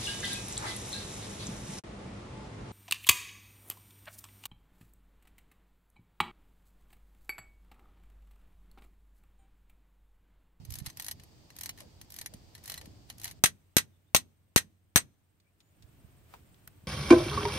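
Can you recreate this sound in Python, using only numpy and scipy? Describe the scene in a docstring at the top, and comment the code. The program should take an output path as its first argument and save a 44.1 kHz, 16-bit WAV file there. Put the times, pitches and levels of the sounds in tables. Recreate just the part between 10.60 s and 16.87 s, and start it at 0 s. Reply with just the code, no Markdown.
"""Faint rumble, hiss and a far insect throughout; a puff of air at the start.
To 2.7 s a ratchet wrench backs a bolt out of a tractor's cast valve cover: six return strokes of light
pawl clicks, with loose ticks between. From 2.8 s the socket is swung against the cover five times
to free it; it rebounds and rings on its drive after each blow. Far birds call from 3.3 s.
From 4.8 s hands work the cover loose: small ticks, soft bumps and a scuff."""
import sys
import numpy as np
from scipy import signal
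from scipy.fft import rfft, irfft, next_fast_len
from scipy.io import wavfile

SR = 44100
rng = np.random.default_rng(int(sys.argv[2]) if len(sys.argv) > 2 else 0)


def pcm_store(signal):
    """Save signal as 16-bit PCM."""
    levels = np.round(np.clip(np.atleast_2d(signal), -1, 1) * 32767)
    wavfile.write(sys.argv[1], SR, levels.astype(np.int16).T)


N = 276507
TIME = np.arange(N) / SR
RING_TIME = np.arange(SR // 8) / SR

# single wrench clicks: (time [s], level [dB], body [dB])
SINGLE_CLICKS = [(0.05, -42, -13), (0.2017, -50, 6.5), (0.2616, -32.5, -1), (0.2658, -34.5, 1),
                 (0.3, -44.5, 3.5), (0.3979, -34.5, 3.5), (0.4836, -31, -2), (.598, -56.5, 11),
                 (0.6355, -50.5, -1.5), (.9035, -57.5, 11.5), (1.176, -51.5, 5), (1.1852, -50.5, 6),
                 (1.2044, -50.5, 13.5), (1.414, -40.5, -2.5), (1.738, -42.5, -2.5), (1.9511, -45, 5.5),
                 (1.979, -62.5, 15), (2.213, -53.5, 15.5), (2.2572, -49, 2), (2.5, -37, 2.5),
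                 (2.6433, -26.5, -13.5), (2.6542, -38.5, 7), (2.678, -43, 6.5)]
# wrench contact noise: (frequency [Hz], density [dB])
PAWL_SPECTRUM = [(300, -23.5), (550, -9.5), (800, 0.5), (1300, -7.5), (1900, -1.5), (2500, -2.5),
                 (4400, -1), (6000, 0), (7300, -4), (9300, -2.5), (11200, 1), (12900, -0.5), (14500, -5),
                 (16000, -15.5)]
# return strokes: (first tooth [s], first gap [s], gap over previous gap, teeth, last click [s])
RETURN_STROKES = [(.1049, .0176, .953, 4, .1865), (.3718, .0267, .909, 6, .512),
                  (.9648, .0224, 1.034, 5, 1.092), (1.5039, .018, 1.097, 6, 1.6602),
                  (2.0395, .0186, 1.044, 6, 2.177), (2.5825, .0161, 1.08, 6, 2.7113)]
# hand force per stroke: (start level [dB], mid level [dB], end level [dB], firmness [dB], drag [dB])
STROKE_FORCES = [(-33.5, -32, -34, -10, -56.5), (-34.5, -33.5, -31, -2, -59.5), (-39, -29, -36, 2.5, -57.5),
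                 (-39.5, -37, -33.5, 2, -62), (-41.5, -31, -43, 4, -52.5), (-42.5, -36, -42, 0, -60.5)]
# socket on cover: (time [s], level [dB], clank [dB], knock [dB], rebound delay [s], rebound [dB],
# thud [dB], thud left over right [dB], thud upper edge [Hz])
SOCKET_BLOWS = [(2.838, -8, -0.5, 3, .02, -7, -22, 11, 219),
                (3.1667, -9.5, .5, -6, 0.016, -6.5, -13, 10, 419),
                (3.5472, -8, -8.5, 6, .016, -6, -19, 17, 450),
                (3.9607, -8.5, .5, 1, .016, -6.5, -16, 26.5, 430),
                (4.359, -7.5, 1, 7, .015, -7.5, -16, 4.5, 219.7)]


def from_db(db):
    """Decibels to gain."""
    return 10 ** (np.asarray(db) / 20)


def rms_one(x):
    """Scale to rms 1."""
    return x / np.sqrt(np.mean(x ** 2) + 1e-20)


def in_time(curve):
    """A (time, value) curve at every sample."""
    return np.interp(TIME, *np.transpose(curve))


def panned(db):
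    """Stereo gains, left over right by db."""
    return from_db(np.array([db, -db]) / 2).reshape(2, -1)


def add(out, at_s, sound):
    """Mix a stereo sound in."""
    at = round(at_s * SR)
    out[:, at:at + sound.shape[1]] += sound[:, :N - at]


def dying(t60_s, t=RING_TIME):
    """Exponential decay, 60 dB down at t60_s."""
    return from_db(-60 * t / t60_s)


def swell(at_s, width_s):
    """Gaussian rise and fall, height 1."""
    return np.exp(-np.minimum(((TIME - at_s) / width_s) ** 2, 20))


def drift(rate_hz):
    """Random curve through unit-variance knots."""
    knots = rng.standard_normal(int(N / SR * rate_hz) + 2)
    return np.interp(TIME * rate_hz, np.arange(len(knots)), knots)


def low_pass(x, hz, order=2):
    """Butterworth low-pass."""
    return signal.sosfilt(signal.butter(order, min(hz, SR / 2.2), fs=SR, output="sos"), x)


def band_gain(x, low_hz, high_hz, db):
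    """Raise or lower one band."""
    band = signal.sosfilt(signal.butter(1, [low_hz, high_hz], "band", fs=SR, output="sos"), x)
    return x + (from_db(db) - 1) * band


def noise(spectrum, size, alike=0.):
    """Stereo noise, rms 1, from (frequency [Hz], density [dB]) rows; alike: left-right correlation."""
    hz, db = np.transpose(spectrum)
    padded = next_fast_len(size)
    bins_hz = np.maximum(np.fft.rfftfreq(padded, 1 / SR), 1)
    gain = from_db(np.interp(np.log(bins_hz), np.log(hz), db))
    mid, side = irfft(rfft(rng.standard_normal((2, padded))) * gain, padded)[:, :size]
    return rms_one(np.sqrt(1 + alike) * mid + np.sqrt(1 - alike) * np.array([side, -side]))


def ring(modes, t60_s, damping, scatter_db, detune, build_s):
    """Struck (frequency [Hz], level [dB]) modes, detuned by the grip, in random phase per channel."""
    hz, db = np.transpose(modes)[:, :, None]
    hz = hz * (1 + detune * rng.standard_normal(hz.shape))
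    decay = dying(t60_s * (hz / hz.mean()) ** -damping)  # high modes die first
    strength = from_db(db + scatter_db * rng.standard_normal(hz.shape))
    swing = strength * decay * np.exp(2j * np.pi * hz * RING_TIME)
    phases = np.exp(2j * np.pi * rng.random((2, len(modes))))
    return (phases @ swing).imag * (1 - np.exp(-RING_TIME / build_s)) / np.sqrt(len(modes))


def chatter(t60_s, gap_s, bounce_db):
    """Envelope of a contact that bounces three times, weaker each time."""
    power = dying(t60_s) ** 2
    for k, delay_s in enumerate(gap_s * np.cumsum(rng.uniform(.78, .83, 3)), 1):
        bounce = from_db(bounce_db * k) * dying(t60_s, np.abs(RING_TIME - delay_s))
        power += (RING_TIME > delay_s) * bounce ** 2
    return np.sqrt(power)


def glides(table, width_hz):
    """Narrow noise bands that swell, slide in pitch and fade."""
    out = np.zeros((2, N))
    for start_s, end_s, from_hz, to_hz, db in table:
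        size = round((end_s - start_s) * SR)
        phase = 2 * np.pi * np.cumsum(np.geomspace(from_hz, to_hz, size)) / SR
        grain = rms_one(low_pass(rng.standard_normal((2, size)), width_hz))
        add(out, start_s, from_db(db) * np.hanning(size) * grain * np.sin(phase))
    return out


def rumble():
    """Lumpy rumble; swells as the arm turns round after each stroke."""
    # rumble colour: (frequency [Hz], density [dB])
    spectrum = [(12, -38.5), (20, -9), (27, -14.5), (43, -4), (91, 3.5), (247, -10), (300, -8), (468, -24),
                (505, -25.5), (700, -21.5), (910, -48), (1540, -120)]
    # base level: (time [s], level [dB])
    levels = [(0, -62), (2.7, -59), (2.95, -71), (4.95, -73.5), (5.25, -61), (6.27, -60)]
    arm = sum(swell(stop_s + .066, width_s=.22) for *_, stop_s in RETURN_STROKES)
    level_db = in_time(levels) + 4 * arm + 1.2 * drift(12)
    return from_db(level_db) * panned(-1.1) * noise(spectrum, N, alike=.61)


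def early_hiss(end_s):
    """A hiss that lasts until end_s."""
    # hiss colour: (frequency [Hz], density [dB])
    spectrum = [(240, -29.5), (400, -1.5), (439, -3), (666, -4.5), (777, -3.5), (1440, -15.5),
                (4180, -11.5), (4730, -6.5), (5270, -12), (8630, -18.5), (9610, -32), (12100, -24.5),
                (16000, -30)]
    # base level: (time [s], level [dB])
    levels = [(0, -66.5), (.3, -66.5), (1.8, -65), (2.77, -64.5)]
    return (TIME < end_s) * from_db(in_time(levels) + 1.3 * drift(4)) * noise(spectrum, N, alike=.033)


def insect(rate_hz):
    """A far insect trills in short high pulses."""
    pulses = np.abs(np.sin(np.pi * (rate_hz * TIME + .05 * drift(3)))) ** 3
    return pulses * noise([(8000, -60.5), (8450, -3), (8720, -3), (9100, -60)], N, alike=.24)


def ambience():
    """Hiss and insect throughout; a palm scuffing the cover lifts the hiss once."""
    # hiss colour: (frequency [Hz], density [dB])
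    spectrum = [(250, -24), (400, -0.5), (520, -4), (700, -5), (1200, -8), (2900, -11), (4500, -16.5),
                (6500, -18.5), (8300, -13.5), (9600, -21), (12000, -16.5), (14200, -13.5), (16000, -15)]
    # gain of hiss and insect: (time [s], gain [dB])
    gains = [(2.78, -73.5), (4.2, -79), (4.95, -77.5), (5.3, -68), (6.27, -67)]
    scuff_db = 7.5 * swell(at_s=5.74, width_s=.045)
    hiss = from_db(scuff_db) * noise(spectrum, N, alike=.1)
    return from_db(in_time(gains)) * (hiss + from_db(-8) * insect(rate_hz=17.1))


def puff(level_db, pan_db):
    """A brief puff of air flutters on the microphones."""
    spectrum = [(18, -26), (45, -10), (100, 3), (180, -9.5), (300, -19), (900, -58)]
    gust = np.interp(TIME, [.28, .31], [1, 0])
    return from_db(level_db) * gust * panned(pan_db) * noise(spectrum, N, alike=.38)


def click(body_db, ring_db):
    """One contact in the wrench: bouncing crack, clatter in the head, ring of wrench and spring."""
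    # wrench modes: (frequency [Hz], level [dB])
    wrench_modes = [(883, -14.5), (1050, -12.5), (1780, -4), (1925, -3.5), (2080, -8.5), (2280, -9.5),
                    (2950, -5.5), (3200, -9), (3850, -9.5), (4110, 2), (4450, -7.5), (4750, -10),
                    (5400, -8), (6170, 0.5), (6550, -9), (8170, -1), (8570, -14), (10950, -2.5), (11200, 2),
                    (11380, -1.5), (12800, -3.5), (13700, -9.5)]
    # pawl and spring modes: (frequency [Hz], level [dB])
    spring_modes = [(4450, -11.5), (4800, -9.5), (12700, -3.5), (12950, -0.5), (13800, -5.5)]
    crack = chatter(t60_s=.0064, gap_s=.002, bounce_db=-3.5)
    clatter = from_db(ring_db - 10) * dying(.061)
    contact = (crack + clatter) * noise(PAWL_SPECTRUM, len(RING_TIME), alike=.048)
    wrench = ring(wrench_modes, t60_s=.046, damping=.13, scatter_db=3.3, detune=.006, build_s=.00027)
    spring = ring(spring_modes, t60_s=.0082, damping=.089, scatter_db=5.5, detune=.0062, build_s=.0003)
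    out = contact + from_db(ring_db + 7) * wrench
    out += (from_db(body_db) - 1) * low_pass(out, 5700, order=1)  # firm clicks shake the whole handle
    return out + from_db(-1) * spring


def single_clicks():
    """Single wrench clicks: the socket shifts in its slack on the bolt, between strokes and within them."""
    out = np.zeros((2, N))
    for at_s, level_db, body_db in SINGLE_CLICKS:
        add(out, at_s, from_db(level_db) * click(body_db, ring_db=-6.5))
    return out


def drag(rough_db, scrape_s=.027, lead_s=.0134, lag_s=.025):
    """Gritty rubbing of socket and pawl with each single click and each stroke."""
    level = np.zeros(N)
    for at_s, level_db, body_db in SINGLE_CLICKS:
        level += from_db(level_db + body_db - 25.5) * swell(at_s + scrape_s / 2, scrape_s)
    for (start_s, *_, stop_s), (*_, drag_db) in zip(RETURN_STROKES, STROKE_FORCES):
        along = np.interp(TIME, [start_s - lead_s, stop_s + lag_s], [0, 1])
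        level += from_db(drag_db) * np.sqrt(np.abs(np.sin(np.pi * along)))
    rub = band_gain(noise(PAWL_SPECTRUM, N), 900, 6800, db=7)
    rub = band_gain(rub, 800, 1700, db=5)
    grit = rub * from_db(rough_db * drift(700))
    return level * rms_one(grit)


def thump(edge_hz, lowest_hz, order):
    """One dull, low thump, peak 1."""
    pulse = low_pass(signal.unit_impulse(len(RING_TIME)), edge_hz, order)
    pulse = signal.sosfilt(signal.butter(2, lowest_hz, "high", fs=SR, output="sos"), pulse)
    return pulse / np.abs(pulse).max()


def bumps():
    """Soft bumps of hand and arm."""
    # bumps: (time [s], left peak [dB], right peak [dB], upper edge [Hz])
    touches = [(0.086, -54, -31, 116), (0.111, -63, -33, 101), (0.215, -55, -28.5, 158),
               (0.271, -52, -31, 145), (1.744, -39, -38, 238), (2.275, -42, -42, 260),
               (5.24, -59, -43, 98.4), (5.444, -55, -41, 150), (6.235, -48, -47, 169.3)]
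    out = np.zeros((2, N))
    for at_s, left_db, right_db, edge_hz in touches:
        add(out, at_s, from_db([[left_db], [right_db]]) * thump(edge_hz, lowest_hz=55, order=5))
    return out


def ratchet(scatter_db):
    """The pawl drops off tooth after tooth as the handle speeds or slows, and once more as it stops."""
    out = np.zeros((2, N))
    for stroke, (*levels_db, firm_db, _) in zip(RETURN_STROKES, STROKE_FORCES):
        start_s, gap_s, gap_ratio, teeth, stop_s = stroke
        gaps_s = gap_s * gap_ratio ** np.arange(teeth - 1)
        times_s = np.r_[start_s, start_s + np.cumsum(gaps_s), stop_s]
        for at_s, along in zip(times_s, np.linspace(0, 1, len(times_s))):
            level_db = np.interp(along, [0, .5, 1], levels_db) + scatter_db * rng.standard_normal()
            # clicks grow fuller and ring more along a stroke
            body_db = firm_db + np.interp(along, [0, 1], [-12.5, 0])
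            ring_db = firm_db / 2 + np.interp(along, [0, 1], [-15.5, -3])
            tooth = from_db(level_db) * click(body_db, ring_db)
            add(out, at_s, tooth)
            add(out, at_s + rng.uniform(.008, .014), from_db(-15.5) * tooth)  # pawl seats in next tooth
    return out


def rubs():
    """A hollow rub falls in pitch as the wrench swings back."""
    # rubs: (start [s], end [s], from [Hz], to [Hz], level [dB])
    swings = [(1.176, 1.296, 780, 392, -56.5), (1.701, 1.788, 857, 290, -56.5),
              (2.17, 2.349, 801, 220.5, -56.5), (2.621, 2.707, 1001, 667, -53)]
    return glides(swings, width_hz=110)


def strike(clank_db, knock_db):
    """Steel on cast iron: crack, duller clatter, hand-damped modes; the spot struck sets the colour."""
    # impact noise: (frequency [Hz], density [dB])
    spectrum = [(200, -11.5), (600, -7.5), (1200, -4), (1850, 0.5), (2250, -2), (3800, -2), (5100, -5.5),
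                (6300, 2.5), (7300, -8.5), (8250, -0.5), (9700, -8.5), (11300, -3), (13200, -4.5),
                (16000, -14.5)]
    # joint modes of socket and cover: (frequency [Hz], level [dB])
    cover_modes = [(1430, -15.5), (1574, -9.5), (1872, -3.5), (1950, -5.5), (2080, -10), (2332, -9.5),
                   (2598, -5), (2760, -7), (3162, -8.5), (3420, -9.5), (3774, -3), (3900, -8), (4072, 0),
                   (4250, -8), (4936, -8.5), (5670, -9.5), (6110, -1.5), (6250, -0.5), (6473, -4),
                   (6720, -9.5), (7670, -11), (7864, -8.5), (8170, 5.5), (8320, -5.5), (8600, -8.5),
                   (10950, -5.5), (11250, 3), (11550, -6.5), (13000, -6), (13220, -5.5)]
    crack = chatter(t60_s=.018, gap_s=.0052, bounce_db=-7) * noise(spectrum, len(RING_TIME), alike=-.037)
    clatter = from_db(-12) * dying(.1) * noise(spectrum, len(RING_TIME), alike=-.029)
    cover = ring(cover_modes, t60_s=.072, damping=.1, scatter_db=2.5, detune=.0032, build_s=.0006)
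    hit = crack + low_pass(clatter, 9000, order=1) + from_db(-2) * cover
    hit = band_gain(hit, 1400, 2200, clank_db)
    return band_gain(hit, 480, 950, knock_db)


def blows(socket_db):
    """Each blow has a lighter rebound, which leaves the socket ringing on its drive."""
    # loose socket modes: (frequency [Hz], level [dB])
    socket_modes = [(1872, -2), (1925, -2.5), (4072, -6.5), (6131, -4), (8168, -8)]
    out = np.zeros((2, N))
    for at_s, level_db, clank_db, knock_db, rebound_s, rebound_db, *_ in SOCKET_BLOWS:
        add(out, at_s, from_db(level_db) * panned(2.5) * strike(clank_db, knock_db))
        socket = ring(socket_modes, t60_s=.08, damping=.05, scatter_db=2, detune=.002, build_s=.0006)
        rebound = strike(clank_db + 1, knock_db=-6.5) + from_db(socket_db) * socket
        add(out, at_s + rebound_s, from_db(level_db + rebound_db) * panned(-.7) * rebound)
    return out


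def thuds(lag_s):
    """The dull thud under each blow."""
    out = np.zeros((2, N))
    for at_s, *_, thud_db, pan_db, edge_hz in SOCKET_BLOWS:
        add(out, at_s + lag_s, from_db(thud_db) * panned(pan_db) * thump(edge_hz, lowest_hz=63.4, order=2))
    return out


def chassis(boom_db, hum_db, hum_hz):
    """The tractor's heavy body booms and hums on faintly after each blow."""
    spectrum = [(30, -22.5), (90, -1.5), (200, -4), (400, -16.5), (1500, -39.5), (8000, -47)]
    out = np.zeros((2, N))
    t = TIME[:SR]
    hum = np.sin(2 * np.pi * hum_hz * t) * dying(2.9, t)
    for at_s, *_ in SOCKET_BLOWS:
        boom = noise(spectrum, SR, alike=.33) * dying(.37, t)
        add(out, at_s, from_db(boom_db) * boom + from_db(hum_db) * hum)
    return out


def birds():
    """Far birds: short, thin, gliding calls."""
    # calls: (start [s], end [s], from [Hz], to [Hz], level [dB])
    calls = [(3.31, 3.39, 3590, 3530, -78), (3.46, 3.51, 3560, 3660, -77), (4.83, 4.92, 2200, 2496, -76.5),
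             (4.96, 5.17, 7150, 6850, -79), (5.78, 5.99, 7200, 7540, -78)]
    return glides(calls, width_hz=77)


def cover_ticks(clink_db):
    """The cover ticks against its seat: one broad resonance and a brief clink each time."""
    # contacts: (time [s], level [dB], centre [Hz], t60 [s])
    contacts = [(4.80, -66.5, 4190, 0.045), (5.004, -59.5, 3700, 0.053), (5.224, -56.5, 3960, 0.049),
                (5.739, -46.5, 885, 0.073), (5.944, -60, 3390, 0.023), (6.075, -41.5, 12460, 0.023),
                (6.076, -45, 1570, 0.024)]
    out = np.zeros((2, N))
    for at_s, level_db, hz, t60_s in contacts:
        spectrum = [(hz / 8, -22), (hz / 2, -6), (hz, 0), (hz * 2, -9), (hz * 8, -26)]
        clink = ring([(hz, 0), (hz * 1.13, -3)], t60_s, damping=0, scatter_db=1, detune=.01, build_s=.0005)
        tick = noise(spectrum, len(RING_TIME)) * dying(t60_s)
        add(out, at_s, from_db(level_db) * (tick + from_db(clink_db) * clink))
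    return out


def with_reflections(x, wet_db, t60_s):
    """Add faint, dull reflections from the machine and the yard."""
    t = TIME[:SR // 2]
    echo = noise([(100, -1), (1000, -1), (6000, -2.5), (15000, -7.5)], len(t))
    echo *= dying(t60_s, t) * (1 - dying(.067, t))
    echo /= np.sqrt(np.sum(echo ** 2) / 2)
    return x + from_db(wet_db) * signal.fftconvolve(x, echo, axes=1)[:, :N]


def scene():
    """Wrench, blows and hands close by, over a faint background."""
    wrench = (ratchet(scatter_db=.8) + single_clicks() + drag(rough_db=4.5)) * panned(.6)
    metal = wrench + blows(socket_db=-10.5) + cover_ticks(clink_db=-3.5)
    metal = with_reflections(metal, wet_db=-51.5, t60_s=.65)
    lows = bumps() + thuds(lag_s=.00089) + chassis(boom_db=-44, hum_db=-65, hum_hz=91.5)
    close = metal + lows + rubs() + puff(level_db=-52.5, pan_db=-10)
    return close + rumble() + early_hiss(end_s=2.795) + ambience() + birds()


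def record(dry):
    """Round the highest peaks; cut above 15.7 kHz."""
    rounded = .95 * np.tanh(dry / .95)
    return signal.sosfilt(signal.ellip(10, .2, 80, 15700, fs=SR, output="sos"), rounded)


dry = scene()
out = record(dry)
pcm_store(out)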